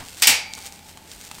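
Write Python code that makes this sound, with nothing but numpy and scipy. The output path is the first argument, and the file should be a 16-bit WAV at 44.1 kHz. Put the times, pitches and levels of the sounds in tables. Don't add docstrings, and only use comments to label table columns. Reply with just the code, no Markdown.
import sys
import numpy as np
from scipy import signal
from scipy.fft import rfft, irfft
from scipy.io import wavfile

SR = 44100
rng = np.random.default_rng(int(sys.argv[2]) if len(sys.argv) > 2 else 0)


def inscribe(sig):
    pcm = np.round(np.clip(np.atleast_2d(sig).T, -1, 1) * 32767)
    wavfile.write(sys.argv[1], SR, pcm.astype(np.int16))


N = 61739
T = np.arange(N) / SR

BLOWS = [(0.2212, -12.5, 11700, -5, 0.65, -5.5), (0.2328, -16.5, 8000, -8.5, 0.61, -5.5),
         (0.2708, -8.5, 22000, -5.5, 9, -3)]
# f/Hz, t60/s
BAR_RING_TIMES = [(300, 0.4), (900, 0.49), (2300, 0.41), (4500, 0.38), (8000, 0.28), (12000, 0.21),
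                  (16000, 0.15)]
BAR_BUILD_UP_CYCLES = 4.7


def amp(db):
    return 10 ** (np.asarray(db) / 20)


def unit(x):
    return x / np.sqrt(np.mean(x ** 2) + 1e-20)


def read(points, hz):
    f, value = np.transpose(points)
    return np.interp(np.log(hz + 1), np.log(f + 1), value)


def fade(t60, t=T):
    return np.exp(-np.log(1000) * t / np.maximum(t60, 1e-4))


def add(mix, s, sound):
    part = mix[max(round(s * SR), 0):][:len(sound)]
    part += sound[:len(part)]


def colour(x, points):
    log_gain = np.log(amp(read(points, abs(np.fft.fftfreq(4096, 1 / SR)))))
    response = np.fft.ifft(np.exp(np.conj(signal.hilbert(log_gain)))).real[:2048]
    return signal.fftconvolve(x, response / np.linalg.norm(response))[:len(x)]


def ring(hz, gain, t60, cycles):
    out = np.zeros(N)
    for f, g, length, phase in zip(hz, gain, t60, rng.random(len(hz))):
        t = T[:int(length * SR)]
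        shape = fade(length, t) * (1 - np.exp(-f * t / cycles))
        out[:len(t)] += g * shape * np.sin(2 * np.pi * (f * t + phase))
    return np.sqrt(2) * out


def clicks(events, t60, spectrum, spike_db=-3.5):
    out, shape = np.zeros(N), fade(t60, T[:SR // 10])
    size = np.linalg.norm(shape)
    for s, db in events:
        burst = rng.standard_normal(len(shape)) * shape
        burst[0] = amp(spike_db) * size
        add(out, s, amp(db) * burst * size / np.linalg.norm(burst))
    return colour(out, spectrum)


def room_tone():
    air_colour = [(15, -43), (25, -1.5), (80, -2.5), (123, -0.5), (263, -2), (591, -10.5), (863, -2.5),
                  (1020, -14.5), (2280, -11.5), (8360, -20), (10100, -21), (14800, -22), (16000, -29)]
    hum_tones = [(81.5, -58.5), (179, -64), (250, -63.5)]
    hum = sum(amp(db) * np.sin(2 * np.pi * (hz * T + rng.random())) for hz, db in hum_tones)
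    air_gain = amp(read(air_colour, np.fft.rfftfreq(N, 1 / SR)))
    air = irfft(rfft(rng.standard_normal(N)) * air_gain, N)
    return np.sqrt(2) * hum + amp(-49.5) * unit(air)


def scuff():
    scuff_colour = [(80, 2), (300, -11), (900, -2.5), (1900, -9.5), (4000, -12.5), (16000, -35)]
    return amp(-36) * colour(rng.standard_normal(N) * fade(t60=0.26), scuff_colour)


def wrap_crinkle(creases_per_s=6000, spread_db=4.5):
    loudness = [(0, -44), (.035, -49), (.07, -44), (.09, -43), (.12, -45.5), (.165, -44), (.19, -40.5),
                (.22, -41.5), (.3, -71), (.51, -53), (.585, -44.5), (.603, -43.5), (.635, -41.5),
                (.668, -38), (.70, -54), (.74, -44), (.82, -56), (.89, -45.5), (.95, -55.5), (1.05, -54.5),
                (1.09, -48.5), (1.13, -41), (1.18, -49.5), (1.25, -42.5), (1.30, -49.5), (1.36, -44),
                (1.4, -47)]
    crease_colour = [(100, -12.5), (500, -4.5), (1200, -5), (2200, -1), (4000, 0), (6500, -0.5),
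                     (8800, 0.5), (10500, -9.5), (13500, -7), (16000, -13.5)]
    size = amp(spread_db * np.minimum(rng.exponential(1, N), 5))
    creases = size * rng.choice([-1, 1], N) * (rng.random(N) < creases_per_s / SR)
    return colour(unit(creases) * amp(np.interp(T, *np.transpose(loudness))), crease_colour)


def table_thumps():
    thumps = [(0.001, -43), (0.268, -43.5), (0.286, -35.5)]
    table_tones = [(71, -9.5, 0.37), (124.3, 2, 0.12), (173.7, -2.5, 0.18), (255.3, 0, 0.17),
                   (284, -5.5, 0.21)]
    hz, db, t60 = np.transpose(table_tones)
    out = np.zeros(N)
    for s, level in thumps:
        add(out, s, amp(level) * ring(hz, amp(db), t60, cycles=1.43))
    return out


def wrap_snaps():
    snaps = [(.0512, -32), (.0856, -24), (.2007, -32), (.5366, -18), (.5518, -24), (.5895, -30),
             (.6260, -31), (.6460, -33), (.6580, -23), (.6642, -23.5), (.6720, -24), (.7240, -26.5),
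             (.8925, -32), (1.1155, -26), (1.2128, -24), (1.2520, -31), (1.3455, -31), (1.3505, -31.5)]
    snap_colour = [(100, -14), (1500, -14), (3500, -1.5), (6000, 1), (9000, -3), (10500, -13.5),
                   (16000, -13)]
    return clicks(snaps, t60=0.0037, spectrum=snap_colour)


def bar_clash(hz, gain, size=32768, groups=16):
    t, out = T[:size], np.zeros(size)
    tones = gain * np.exp(2j * np.pi * rng.random(len(hz))) * size / np.sqrt(2)
    for group in np.array_split(np.arange(len(hz)), groups):
        spectrum, centre = np.zeros(size // 2 + 1, complex), hz[group].mean()
        spectrum[np.round(hz[group] * size / SR).astype(int)] = tones[group]
        build_up = 1 - np.exp(-centre * t / BAR_BUILD_UP_CYCLES)
        out += irfft(spectrum) * fade(read(BAR_RING_TIMES, centre), t) * build_up
    return np.pad(out, (0, N - size))


def frame_clank(count=720, attack_s=0.00053):
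    strong_tones = [(1797, -10), (1882, -8), (2240, -4), (2353, -4), (2489, 0), (2633, -3), (2750, -2),
                    (2969, -4), (3052, -4), (3432, -3), (4025, -5), (4533, -4), (4814, -4), (5307, -3),
                    (5830, 0), (7903, -4), (8495, -4)]
    clash_colour = [(250, -33), (340, -33), (440, -12.5), (600, -15.5), (850, -9), (1100, -13.5),
                    (1700, -10), (2400, -1.5), (3000, -4.5), (3800, -4.5), (5200, -3.5), (6200, -6.5),
                    (8000, -4), (10000, -10), (13200, -8), (16000, -13)]
    crack_colour = [(200, -19.5), (700, -20.5), (1500, -8.5), (2500, 3.5), (5000, -2.5), (8500, 1),
                    (10500, -10.5), (14000, 2.5), (16000, -2.5)]
    hz = np.interp(np.arange(count) + rng.random(count), [0, count], np.sqrt([300, 16000])) ** 2
    weight = amp(read(clash_colour, hz)) * hz ** .25
    weight /= np.linalg.norm(weight)
    bar_hz, bar_db = np.transpose(strong_tones)
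    out = np.zeros(N)
    for s, db, limit_hz, strong_db, damping_t60, _ in BLOWS:
        soften = lambda f: 1 / np.sqrt(1 + (f / limit_hz) ** 4)
        clash = bar_clash(hz, weight * soften(hz) * unit(rng.uniform(0.59, 1.7, count)))
        softened = [(f, level + 20 * np.log10(soften(f))) for f, level in crack_colour]
        crack = amp(3) * colour(rng.standard_normal(N) * fade(t60=0.044), softened)
        bar_gain = amp(bar_db + strong_db - 20.5) * soften(bar_hz)
        bars = ring(bar_hz, bar_gain, read(BAR_RING_TIMES, bar_hz), BAR_BUILD_UP_CYCLES)
        shape = np.minimum(T / attack_s, 1) * fade(damping_t60)
        add(out, s, (amp(db) * (clash + crack) + bars) * shape)
    return out


def shelf_wires(count=7):
    # centre/Hz, spread/Hz, level/dB, t60/s, build-up/s
    wire_groups = [(781, 13.4, -49.5, 2.1, .03), (861, 28, -45, 2.14, 0.017),
                   (2226, 55, -30.5, 0.85, 0.016), (2336, 45, -34.5, 1.1, .02),
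                   (4680, 130, -30.5, 0.84, 0.034)]
    out = np.zeros(N)
    for centre, spread, db, t60, rise in wire_groups:
        hz = centre + spread * (2 * (np.arange(count) + rng.random(count)) / count - 1)
        for s, *_, wire_db in BLOWS:
            gain = np.full(count, amp(db + wire_db) / np.sqrt(count))
            add(out, s, ring(hz, gain, np.full(count, t60), cycles=rise * centre))
    return out


def wire_brushes():
    brushes = [(.565, 883, -50), (.632, 801, -47), (.80, 862, -52), (.965, 870, -55.5)]
    out = np.zeros(N)
    for s, hz, db in brushes:
        add(out, s, ring([hz], [amp(db)], t60=[.65], cycles=6.6))
    return out


def finger_taps():
    taps = [(.5742, -35.5), (.5785, -32.5), (.5830, -36), (.7915, -40), (.9735, -34), (1.3138, -27),
            (1.384, -36.5)]
    tap_colour = [(100, -4), (300, -4), (550, -8), (850, 3.5), (1250, 3.5), (1800, -5), (3000, -2.5),
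                  (6000, -6), (9000, -4.5), (11000, -16), (16000, -17)]
    return clicks(taps, t60=0.02, spectrum=tap_colour)


def arm_lean(start_s=1.125, length_s=.11, hz=49):
    swell = np.sin(np.pi * np.minimum(T / length_s, 1) ** .7)
    out = np.zeros(N)
    add(out, start_s, amp(-51) * np.sqrt(2) * swell * np.sin(2 * np.pi * hz * T))
    return out


def room_echo(x):
    echo_times = [(100, 0.42), (1000, 0.29), (5000, 0.2), (16000, 0.18)]
    hz, t, bands = signal.stft(rng.standard_normal(N) * (T > .005), SR, nperseg=256)
    tail = signal.istft(bands * fade(read(echo_times, hz)[:, None], t), SR, nperseg=256)[1]
    return signal.fftconvolve(x, tail / np.linalg.norm(tail))[:N]


def scene():
    clank = frame_clank()
    handling = wrap_crinkle() + wrap_snaps() + finger_taps()
    add(handling, .0019, amp(-18.5) * handling)
    wires = shelf_wires() + wire_brushes()
    table = table_thumps() + scuff() + arm_lean()
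    echo = room_echo(amp(-9) * clank + amp(-10.5) * handling)
    return (clank + wires + handling + table + echo + room_tone())[None]


def record(dry, ceiling=1.03, top_hz=15850):
    rounded = dry / (1 + (dry / ceiling) ** 8) ** (1 / 8)
    low_pass = signal.firwin(511, top_hz, window=("kaiser", 9), fs=SR)
    return signal.oaconvolve(rounded, low_pass[None], "same")


dry = scene()
out = record(dry)
inscribe(out)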